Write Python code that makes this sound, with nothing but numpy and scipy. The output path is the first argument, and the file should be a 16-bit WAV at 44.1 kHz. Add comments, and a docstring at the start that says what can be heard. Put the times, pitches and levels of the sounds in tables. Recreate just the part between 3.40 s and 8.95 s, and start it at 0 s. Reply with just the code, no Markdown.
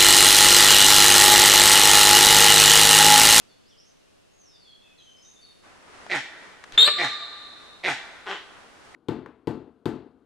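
"""A small bird's slurred whistles over a hushed dry forest, on alert as a tiger (unheard) walks by; then the
background noise abruptly turns louder. A langur barks: pulsed vocal folds drop in pitch through throat
resonances that move as the jaw closes. A spotted deer gives one piercing yelp, a whistle over a low voice;
a second monkey coughs from pulsed folds. An insect whine, dry snaps, a rustle and the background are shaped
noise. Echoes of decaying noise blur the bird, and scatter and ring behind the larger callers and the snaps."""
import sys
import numpy as np
from scipy import signal
from scipy.fft import rfft, irfft, next_fast_len
from scipy.io import wavfile
from scipy.ndimage import map_coordinates

SR = 44100
rng = np.random.default_rng(int(sys.argv[2]) if len(sys.argv) > 2 else 0)


def wrap_up_sound(samples):
    """Save the sound to the file named by the first command line argument, as 16-bit audio."""
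    columns = np.atleast_2d(samples).T
    # keep every value between -1 and 1, then stretch to whole-number steps
    tamed = np.clip(columns, -1, 1)
    steps = np.round(tamed * 32767).astype(np.int16)
    wavfile.write(sys.argv[1], SR, steps)


N = 244746
T = np.arange(N) / SR
CALL_T = np.arange(SR // 4) / SR  # time within one call, s


def amp(db):
    """Decibels to gain."""
    return 10 ** (np.asarray(db) / 20)


def unit(x):
    """Scale to rms 1."""
    return x / np.sqrt(np.mean(x ** 2) + 1e-20)


def along(points, hz):
    """(f/Hz, value) points interpolated on a log frequency axis."""
    f, v = np.transpose(points)
    return np.interp(np.log(hz + 1), np.log(f + 1), v)


def curves(rows, t):
    """Each column after the time, read at times t."""
    s, *cols = np.transpose(rows)
    return [np.interp(t, s, c) for c in cols]


def add(track, s, x):
    """Mix x into the track at time s."""
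    part = track[max(round(s * SR), 0):][:len(x)]
    part += x[:len(part)]


def wobble(n, rate):
    """Smooth random curve of n samples, rate knots a second."""
    return map_coordinates(rng.standard_normal(2048), [np.arange(n) * rate / SR], mode="mirror")


def envelope(t, attack_s, hold_s, fall_db_per_s):
    """Gain that rises exponentially towards 1, and after the hold falls by a steady number of dB a second."""
    rise = 1 - np.exp(-np.maximum(t, 0) / attack_s)
    return rise * amp(-fall_db_per_s * np.maximum(t - hold_s, 0))


def swell(s, width_s):
    """Gaussian bump of height 1 at time s."""
    return np.exp(-.5 * ((T - s) / width_s) ** 2)


def filtered(x, response):
    """x times a complex response of frequency."""
    n = x.shape[-1]
    m = next_fast_len(n + 8192)
    return irfft(rfft(x, m) * response(np.fft.rfftfreq(m, 1 / SR)), m)[..., :n]


def resonate(x, modes, top_hz):
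    """x through parallel resonances of alternating sign, rolled off above top_hz, at rms 1."""
    def body(f):
        total = 0
        for k, (center, width, db) in enumerate(modes):
            damping = 1j * f * width
            total = total + (-1) ** k * amp(db) * damping / (center * center - f * f + damping)
        return total / np.sqrt(1 + (f / top_hz) ** 6)
    return unit(filtered(x, body))


def spread(pair, alike):
    """Two unrelated signals become left and right of a given likeness."""
    turn = lambda f: np.arccos(np.clip(along(alike, f), -1, 1)) / 2
    mid, side = filtered(pair, lambda f: np.array([np.cos(turn(f)), np.sin(turn(f))]))
    return np.array([mid + side, mid - side])


# left-right likeness of the air noise: f/Hz, correlation
AIR_ALIKE = [(40, .3), (150, 0.27), (500, 0.71), (1400, 0.12), (3000, 0.051), (9000, 0.14)]


def air(colour):
    """Coloured stereo noise of rms 1."""
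    noise = spread(rng.standard_normal((2, N)), AIR_ALIKE)
    return unit(filtered(noise, lambda f: amp(along(colour, f))))


# left-right likeness of the echoes: f/Hz, correlation
ECHO_ALIKE = [(200, 0.7), (700, 0.99), (1400, 0.8), (3200, 0.24), (8000, 0.47)]


def echo(x, decay, gap, build):
    """Diffuse stereo tail that arrives after a gap (s), builds up (s) and dies faster at some frequencies."""
    hz, t, z = signal.stft(rng.standard_normal((2, 2 * SR)), SR, nperseg=256)
    arrival = 1 - np.exp(-np.maximum(t - gap, 0) / build)
    fade = amp(-60 * t / along(decay, hz)[:, None])
    tail = signal.istft(z * fade * arrival, SR, nperseg=256)[1]
    tail = spread(tail, ECHO_ALIKE)
    return signal.fftconvolve(x[None], tail / np.linalg.norm(tail[0]), axes=1)[:, :N]


# decay of the scatter from near trunks: f/Hz, t60/s
TRUNKS = [(150, 0.15), (1500, 0.17), (4000, 0.53), (10000, 0.27)]
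# decay of the deep forest's ring: f/Hz, t60/s
FOREST = [(120, 0.47), (500, 1.324), (1170, 1.85), (1800, 1.46), (3700, 1.94), (4500, 1.73), (7500, 1.22),
          (13000, 1.31)]


def among_trees(x, pan_db, near_db, far_db, gap, colour=((1000, 0),)):
    """Direct sound (pan > 0 is left), scatter from near trunks and the long coloured ring of the forest."""
    direct = x * amp([[pan_db / 2], [-pan_db / 2]])
    returned = filtered(x, lambda f: amp(along(colour, f)))
    near = amp(near_db) * echo(x, TRUNKS, gap, build=0.0033)
    far = amp(far_db) * echo(returned, FOREST, gap, build=0.029)
    return direct + near + far


def folds(pitch, rough, jitter, scatter_db):
    """Uneven vocal pulses with turbulence that puffs once a cycle; also returns the phase of the folds."""
    n = len(pitch)
    cycles = np.cumsum(pitch * np.exp(jitter * wobble(n, 250))) / SR
    pulses = np.diff(np.floor(cycles), prepend=-1)
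    pulses = pulses * amp(scatter_db * wobble(n, 294.0)) / np.sqrt(pitch)
    puffs = unit(rng.standard_normal(SR)[:n] * np.exp(-2.2 * (cycles % 1)))
    share = np.clip(rough, 0, 1)
    voiced = np.sqrt(1 - share) * unit(pulses) + np.sqrt(share) * puffs
    # the folds close softly, so turbulence takes over in the treble
    soft = lambda f: 1 / (1 + (f / 4200) ** 4)
    low = filtered(voiced, lambda f: np.sqrt(soft(f)))
    high = filtered(puffs, lambda f: 1j * np.sqrt(1 - soft(f)))
    return low + high, 2 * np.pi * cycles


def sagging(hz, after_s, oct_per_s):
    """Pitch of a monkey's call: level at first, then sinking as the effort ends."""
    return hz * 2 ** (-oct_per_s * np.maximum(CALL_T - after_s, 0))


# still-air spectrum: f/Hz, relative level/dB
HUSH = [(25, -8), (70, 0), (112, -1), (413, -1.5), (828, -6), (1200, -4.5), (2270, -7.5), (2780, -4.5),
        (3330, -7.5), (5970, -11.5), (15000, -23.5)]
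# still-air level before HUSH_GAIN_DB: t/s, level/dB
HUSH_LEVEL = [(0.0, -65), (0.18, -69.5), (0.99, -70), (2.15, -68)]
HUSH_GAIN_DB = 7.5
# louder noise spectrum: f/Hz, relative level/dB
LOUDER = [(15, -45.5), (25, -7.5), (81, -5.5), (115, -8), (301, -2), (501, -2), (749, -1.5), (1500, -1),
          (3730, -14), (4870, -15), (10000, -23), (12800, -63.5), (13800, -61), (15000, -59)]
# passing swells of the louder noise: t/s, half-width/s, boost/dB
LOUDER_SWELLS = [(2.57, 0.2, 4), (5.1, 0.17, 2)]
LOUDER_S, LOUDER_RISE_S, LOUDER_DB = 2.223, .016, -52.5
# rumble spectrum: f/Hz, relative level/dB
RUMBLE = [(18, -33), (30, -15), (71, -9.5), (225, -6.5), (264, -7.5), (362, -9.5), (700, -8.5), (910, -23),
          (1540, -120)]


def background():
    """Still air, louder wavering noise that starts abruptly and stays, and rumble opposite in the channels."""
    hush_db = HUSH_GAIN_DB + curves(HUSH_LEVEL, T)[0] + .4 * wobble(N, 8.8)
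    hush = amp(hush_db) * air(HUSH)
    swells_db = sum(db * swell(s, width_s) for s, width_s, db in LOUDER_SWELLS)
    louder_gain = amp(LOUDER_DB + swells_db + 1.56 * wobble(N, 7.5))
    louder = louder_gain * envelope(T - LOUDER_S, LOUDER_RISE_S, 0, 0) * air(LOUDER)
    rumble = unit(filtered(rng.standard_normal(N), lambda f: amp(along(RUMBLE, f))))
    return hush + louder + amp(-60.5) * np.array([rumble, -rumble])


INSECT_S, INSECT_WIDTH_S, INSECT_DB = 2.08, 0.11, -74.5


def insect():
    """Faint, very high whine for a moment: noise through one narrow resonance."""
    whine = resonate(rng.standard_normal(N), [(10240, 60, 0)], top_hz=11900)
    return amp(INSECT_DB) * swell(INSECT_S, INSECT_WIDTH_S) * whine


# small knocks and snaps: t/s, level/dB, f/Hz, width/Hz, t60/s
SNAPS = [(2.665, -31.5, 776, 240, 0.012), (3.2394, -36, 1400, 586, 0.032),
         (3.2401, -37.5, 2880, 2500, 0.0075), (3.3227, -37, 1800, 4260, 0.012)]
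# rustle spectrum: f/Hz, relative level/dB
RUSTLE_COLOUR = [(20, 2), (60, 5), (200, -6), (1200, 0.5), (4400, -4), (6000, -15), (12000, -29)]
RUSTLE_S, RUSTLE_DB, RUSTLE_WIDTH_S = 3.348, -41, .014  # peak time, level, half-width


def undergrowth():
    """Dry snaps, each a decaying resonant noise burst, and a short rustle of coloured noise."""
    out, t = np.zeros(N), np.arange(SR // 10) / SR
    for s, db, hz, width, t60 in SNAPS:
        knock = resonate(rng.standard_normal(len(t)), [(hz, width, 0)], top_hz=6940)
        add(out, s, amp(db - 60 * t / t60) * knock)
    rustle = amp(RUSTLE_DB) * swell(RUSTLE_S, RUSTLE_WIDTH_S) * air(RUSTLE_COLOUR)
    return among_trees(out, pan_db=6.0, near_db=-17, far_db=-22.5, gap=.003) + rustle


CASCADE_S, CASCADE_STEP_S, CASCADE_NOTE_S, CASCADE_SLIDE = .977, .071, .07, 1.13  # slide: start/settling pitch
CASCADE_FIRST_HZ, CASCADE_LAST_HZ, CASCADE_EASE, CASCADE_DB = 5950, 4130, 2.1, -58.5


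def cascade(count):
    """Evenly spaced down-slurs that step down ever less."""
    ease = np.linspace(1, 0, count) ** CASCADE_EASE
    pitches = CASCADE_LAST_HZ + (CASCADE_FIRST_HZ - CASCADE_LAST_HZ) * ease
    return [(CASCADE_S + k * CASCADE_STEP_S, CASCADE_NOTE_S, hz, CASCADE_SLIDE, CASCADE_DB)
            for k, hz in enumerate(pitches)]


TRILL_S, TRILL_STEP_S, TRILL_NOTE_S, TRILL_SLIDE = 1.82, 0.026, 0.025, 1.13
TRILL_HZ, TRILL_CLIMB_HZ, TRILL_DB = 5780, 100, -53.5


def trill(count):
    """Quick, high down-slurs that climb slightly from note to note."""
    return [(TRILL_S + k * TRILL_STEP_S, TRILL_NOTE_S, TRILL_HZ + k * TRILL_CLIMB_HZ, TRILL_SLIDE, TRILL_DB)
            for k in range(count)]


# single whistles: t/s, length/s, settling f/Hz, starting pitch/settling pitch, level/dB before the canopy mix
SLURS = [(0.078, .06, 4320, 1.07, -63), (.09, 0.083, 3430, 1.04, -65.5), (0.245, 0.071, 5800, 0.7, -62.5),
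         (0.303, 0.044, 2880, 1.32, -59.5), (0.368, .045, 5850, .78, -55.5), (.45, .07, 5960, 1.12, -63.5),
         (.91, .06, 6580, 1.02, -68), (1.112, 0.069, 3480, 1.1, -60), (1.245, 0.13, 3240, 1.07, -53.5),
         (1.41, .11, 3430, 1.03, -61), (1.422, .12, 2535, 1.05, -62.5), (1.572, 0.23, 6160, 1.03, -63.5),
         (1.578, 0.031, 3780, 1.13, -55.5), (1.582, 0.048, 3060, 1.18, -54.5),
         (1.66, 0.073, 3078, 1.01, -54), (1.762, 0.061, 5300, .96, -60), (1.843, 0.056, 3707, 1, -59),
         (1.96, 0.035, 3620, 0.98, -55), (2.011, .058, 4400, 1.03, -52.5), (2.053, 0.066, 3607, 1.06, -57)]


def bird():
    """Pure slurred whistles, each sliding fast and then settling, blurred by the canopy."""
    out = np.zeros(N)
    for s, length, hz, slide, db in SLURS + cascade(count=5) + trill(count=4):
        u = np.linspace(0, 1, max(round(length * SR), 2))
        pitch = hz * (1 + (slide - 1) * (1 - u) ** 1.42) * (1 + 0.013 * wobble(len(u), 195.6))
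        arch = 2 * np.sqrt(u * (1 - u))
        add(out, s, amp(db) * arch * np.sin(2 * np.pi * np.cumsum(pitch) / SR))
    canopy = [(3000, 0.63), (6500, 0.53)]  # f/Hz, t60/s
    blur = echo(out, canopy, gap=0.00051, build=0.0012)
    return amp(-1.0) * out + amp(1.0) * (blur + 0.17 * blur[::-1])


# second monkey's throat resonances: f/Hz, width/Hz, relative level/dB
COUGH_THROAT = [(396, 74, 4), (810, 94, 5.5), (1160, 250, 3.5), (1505, 143, 6.5), (1870, 300, 3.5),
                (3120, 770, -2.5), (6500, 5500, -20.5)]
COUGH_S, COUGH_DB, COUGH_ATTACK_S, COUGH_HOLD_S, COUGH_FALL_DB_PER_S = 4.855, -29, 0.027, 0.058, 261.5
COUGH_HZ, COUGH_SAG_AFTER_S, COUGH_SAG_OCT_PER_S, COUGH_ROUGH = 193.7, .056, 7.5, 0.37


def second_monkey():
    """Rattling cough: unevenly pulsed folds of sagging pitch through fixed throat resonances."""
    out = np.zeros(N)
    pitch = sagging(COUGH_HZ, COUGH_SAG_AFTER_S, COUGH_SAG_OCT_PER_S)
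    source, _ = folds(pitch, COUGH_ROUGH, jitter=.09, scatter_db=2.5)
    effort = envelope(CALL_T, COUGH_ATTACK_S, COUGH_HOLD_S, COUGH_FALL_DB_PER_S)
    add(out, COUGH_S, amp(COUGH_DB) * effort * resonate(source, COUGH_THROAT, top_hz=6500))
    return among_trees(out, pan_db=2.5, near_db=-1.5, far_db=-14.0, gap=0.0021)


# langur barks: t/s, level/dB, starting f/Hz, throat scale (ratio), attack/s, hold/s
BARKS = [(2.693, -23.9, 177.9, .96, 0.018, 0.068), (3.576, -24.3, 171.9, .96, 0.013, .072),
         (4.432, -22.5, 178.1, .98, 0.018, 0.068), (5.541, -33.5, 178, 0.96, .018, 0.075)]
# throat resonances before the throat scale: f/Hz, width/Hz, relative level/dB
JAW_WIDE = [(411, 200, -4.5), (733, 144, 1), (1970, 187, 9), (2413, 343, 4), (3797, 830, -5.5),
            (6260, 1600, -32.5)]
JAW_CLOSING = [(283, 56, -9.5), (837, 64, 1.5), (1596, 276, 1), (1850, 130, 5.5), (2460, 420, -6),
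               (3200, 1660, -8), (6630, 4400, -18)]
# two lowest harmonics, one per row: level/dB with jaw wide, level/dB with jaw closing
CHEST = [(-25, -12.5), (-20, -13)]
BARK_FALL_DB_PER_S, BARK_ROUGH, BARK_JITTER = 497.5, 0.53, .055
BARK_SAG_AFTER_S, BARK_SAG_OCT_PER_S = .044, 9.5
JAW_STARTS_S, JAW_TAKES_S = 0.039, 0.054


def langur():
    """Harsh barks: the pitch drops to a grunt while the closing jaw shifts the throat resonances."""
    out = np.zeros(N)
    jaw = np.clip((CALL_T - JAW_STARTS_S) / JAW_TAKES_S, 0, 1)
    for s, db, hz, scale, attack_s, hold_s in BARKS:
        pitch = sagging(hz, BARK_SAG_AFTER_S, BARK_SAG_OCT_PER_S)
        source, phase = folds(pitch, BARK_ROUGH, jitter=BARK_JITTER, scatter_db=0.8)
        wide = resonate(source, np.array(JAW_WIDE) * [scale, 1, 1], top_hz=7500)
        closing = resonate(source, np.array(JAW_CLOSING) * [scale, 1, 1], top_hz=8500)
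        # the two lowest harmonics stay smooth and grow as the jaw closes
        chest = sum(amp(early + (late - early) * jaw) * np.cos(k * phase)
                    for k, (early, late) in enumerate(CHEST, 1))
        voice = unit(np.sqrt(1 - jaw) * wide + np.sqrt(jaw) * closing) + chest
        add(out, s, amp(db) * envelope(CALL_T, attack_s, hold_s, BARK_FALL_DB_PER_S) * voice)
    colour = [(150, -1), (700, -3), (1500, 4.5), (2100, -1.0), (3300, 2.0)]  # f/Hz, level/dB
    return among_trees(out, pan_db=-2.0, near_db=-1.5, far_db=-13.0, gap=0.0045, colour=colour)


DEER_HOLD_S, DEER_FALL_DB_PER_S = .1, 1895  # shared by the whistle and the held low voice
YELP_S, YELP_HZ, YELP_RISE_HZ_PER_S, YELP_DB, YELP_ROUGH = 3.375, 356.4, 2250, -31.5, .27


def yelp_pitch():
    """The deer's low voice climbs for as long as the call is held."""
    return YELP_HZ + YELP_RISE_HZ_PER_S * np.minimum(CALL_T, DEER_HOLD_S)


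# deer throat resonances: f/Hz, width/Hz, relative level/dB
DEER_THROAT = [(484, 280, -3), (1113, 280, 3), (1630, 1200, 0.5), (2257, 270, 3.5), (2764, 240, 1)]
# treble cut of the low voice: f/Hz, level/dB
YELP_TOP = [(4000, 0), (6000, 0), (12000, -25.5)]
# bursts as the throat opens and shuts: t/s, level/dB, attack/s, fall/(dB/s)
YELP_BURSTS = [(3.375, -13.5, 0.0024, 1800), (3.4744, -15, .0015, 600.5)]


def yelp():
    """Low voice of pulsed folds: quiet under the whistle, with a burst at either end."""
    source, _ = folds(yelp_pitch(), YELP_ROUGH, jitter=0.046, scatter_db=5.0)
    held = amp(YELP_DB) * envelope(CALL_T, WHISTLE_ATTACK_S, DEER_HOLD_S, DEER_FALL_DB_PER_S)
    bursts = sum(amp(db) * envelope(CALL_T + YELP_S - s, attack_s, 0, fall)
                 for s, db, attack_s, fall in YELP_BURSTS)
    voice = (held + bursts) * resonate(source, DEER_THROAT, top_hz=3570)
    return filtered(voice, lambda f: amp(along(YELP_TOP, f)))


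# whistle pitch before jitter: t/s, f/Hz
WHISTLE_PITCH = [(3.378, 3499), (3.41, 3739), (3.436, 3694), (3.454, 3829), (3.46, 4104), (3.47, 4099)]
# second, third and fourth harmonics before strain: level/dB
OVERTONES_DB = [-17, -30.5, -40.5]
# mouth response: f/Hz, level/dB
DEER_MOUTH = [(1200, -23), (2600, -2.5), (3400, -1), (4400, 2.5), (5200, -13), (6400, -10.5), (7400, 1),
              (8600, -2), (9700, -4), (11200, 4.5), (15000, -3.5)]
WHISTLE_S, WHISTLE_DB, WHISTLE_ATTACK_S, WHISTLE_TIRE_DB_PER_S = 3.3772, -5.5, 0.00055, 154.5
WHISTLE_ROUGH_START, WHISTLE_ROUGH_END = 0.039, 0.57


def whistle():
    """Rising tone that starts nearly clean, weakens and breaks up as the low voice shakes it into sidebands."""
    n, progress = len(CALL_T), np.clip(CALL_T / DEER_HOLD_S, 0, 1)
    pitch, = curves(WHISTLE_PITCH, WHISTLE_S + CALL_T)
    rough = WHISTLE_ROUGH_START + (WHISTLE_ROUGH_END - WHISTLE_ROUGH_START) * progress ** 1.38
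    rough = np.clip(rough, 0, 1)
    depth = np.sqrt(rough)
    flutter_hz = yelp_pitch() * (1 + .2 * depth * wobble(n, 400))
    flutter = np.sin(2 * np.pi * np.cumsum(flutter_hz) / SR)
    phase = 2 * np.pi * np.cumsum(pitch * (1 + 0.029 * depth * wobble(n, 900))) / SR
    # each overtone wavers on its own and grows as the voice strains
    strain_db = -9 + 14 * progress
    overtones = 0
    for k, level in enumerate(OVERTONES_DB, 2):
        gain = amp(level + strain_db + 2.1 * wobble(n, 200))
        overtones = overtones + gain * np.sin(k * phase + 0.65 * (k - 1) * wobble(n, 1200))
    shaken = (np.sin(phase) + overtones) * (1 + 1.12 * depth * flutter)
    tone = shaken * amp(7.7 * rough * wobble(n, 500))
    force = amp(WHISTLE_DB - WHISTLE_TIRE_DB_PER_S * CALL_T)
    force = force * envelope(CALL_T, WHISTLE_ATTACK_S, DEER_HOLD_S, DEER_FALL_DB_PER_S)
    return filtered(force * tone, lambda f: amp(along(DEER_MOUTH, f)))


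# colour of the forest's ring after the deer: f/Hz, level/dB
DEER_RETURN = [(400, 6.5), (850, -20.5), (1080, -8), (1170, 9.5), (1270, -3.5), (1750, 2), (2700, -7),
               (3500, -10), (3950, 3.5), (4350, -1.5), (5200, 5), (7500, -3.5), (9000, -14.5)]


def deer():
    """Piercing whistle and low yelp together; close trunks flash the whistle back from the sides."""
    high, low = np.zeros(N), np.zeros(N)
    add(high, WHISTLE_S, whistle())
    add(low, YELP_S, yelp())
    flash = echo(high, [(4000, .16)], gap=.022, build=.003)
    # arriving from the sides, it is almost wholly opposite in the two channels
    sides = amp(-7) * (flash - 0.91 * flash[::-1])
    call = among_trees(high + low, pan_db=1.5, near_db=-10.5, far_db=-9, gap=0.0072, colour=DEER_RETURN)
    return call + sides


def scene():
    """All the callers over the forest background."""
    return background() + insect() + undergrowth() + bird() + second_monkey() + langur() + deer()


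TOP_HZ = 15800


def record(dry):
    """The microphone lifts the deepest bass, dulls the top octave and keeps nothing from TOP_HZ up."""
    microphone = [(15, 9.5), (40, -0.5), (11500, 0), (12800, -10), (14000, -11.5)]  # f/Hz, level/dB
    return filtered(dry, lambda f: amp(along(microphone, f)) * (f < TOP_HZ))


dry = scene()
out = record(dry)
wrap_up_sound(out)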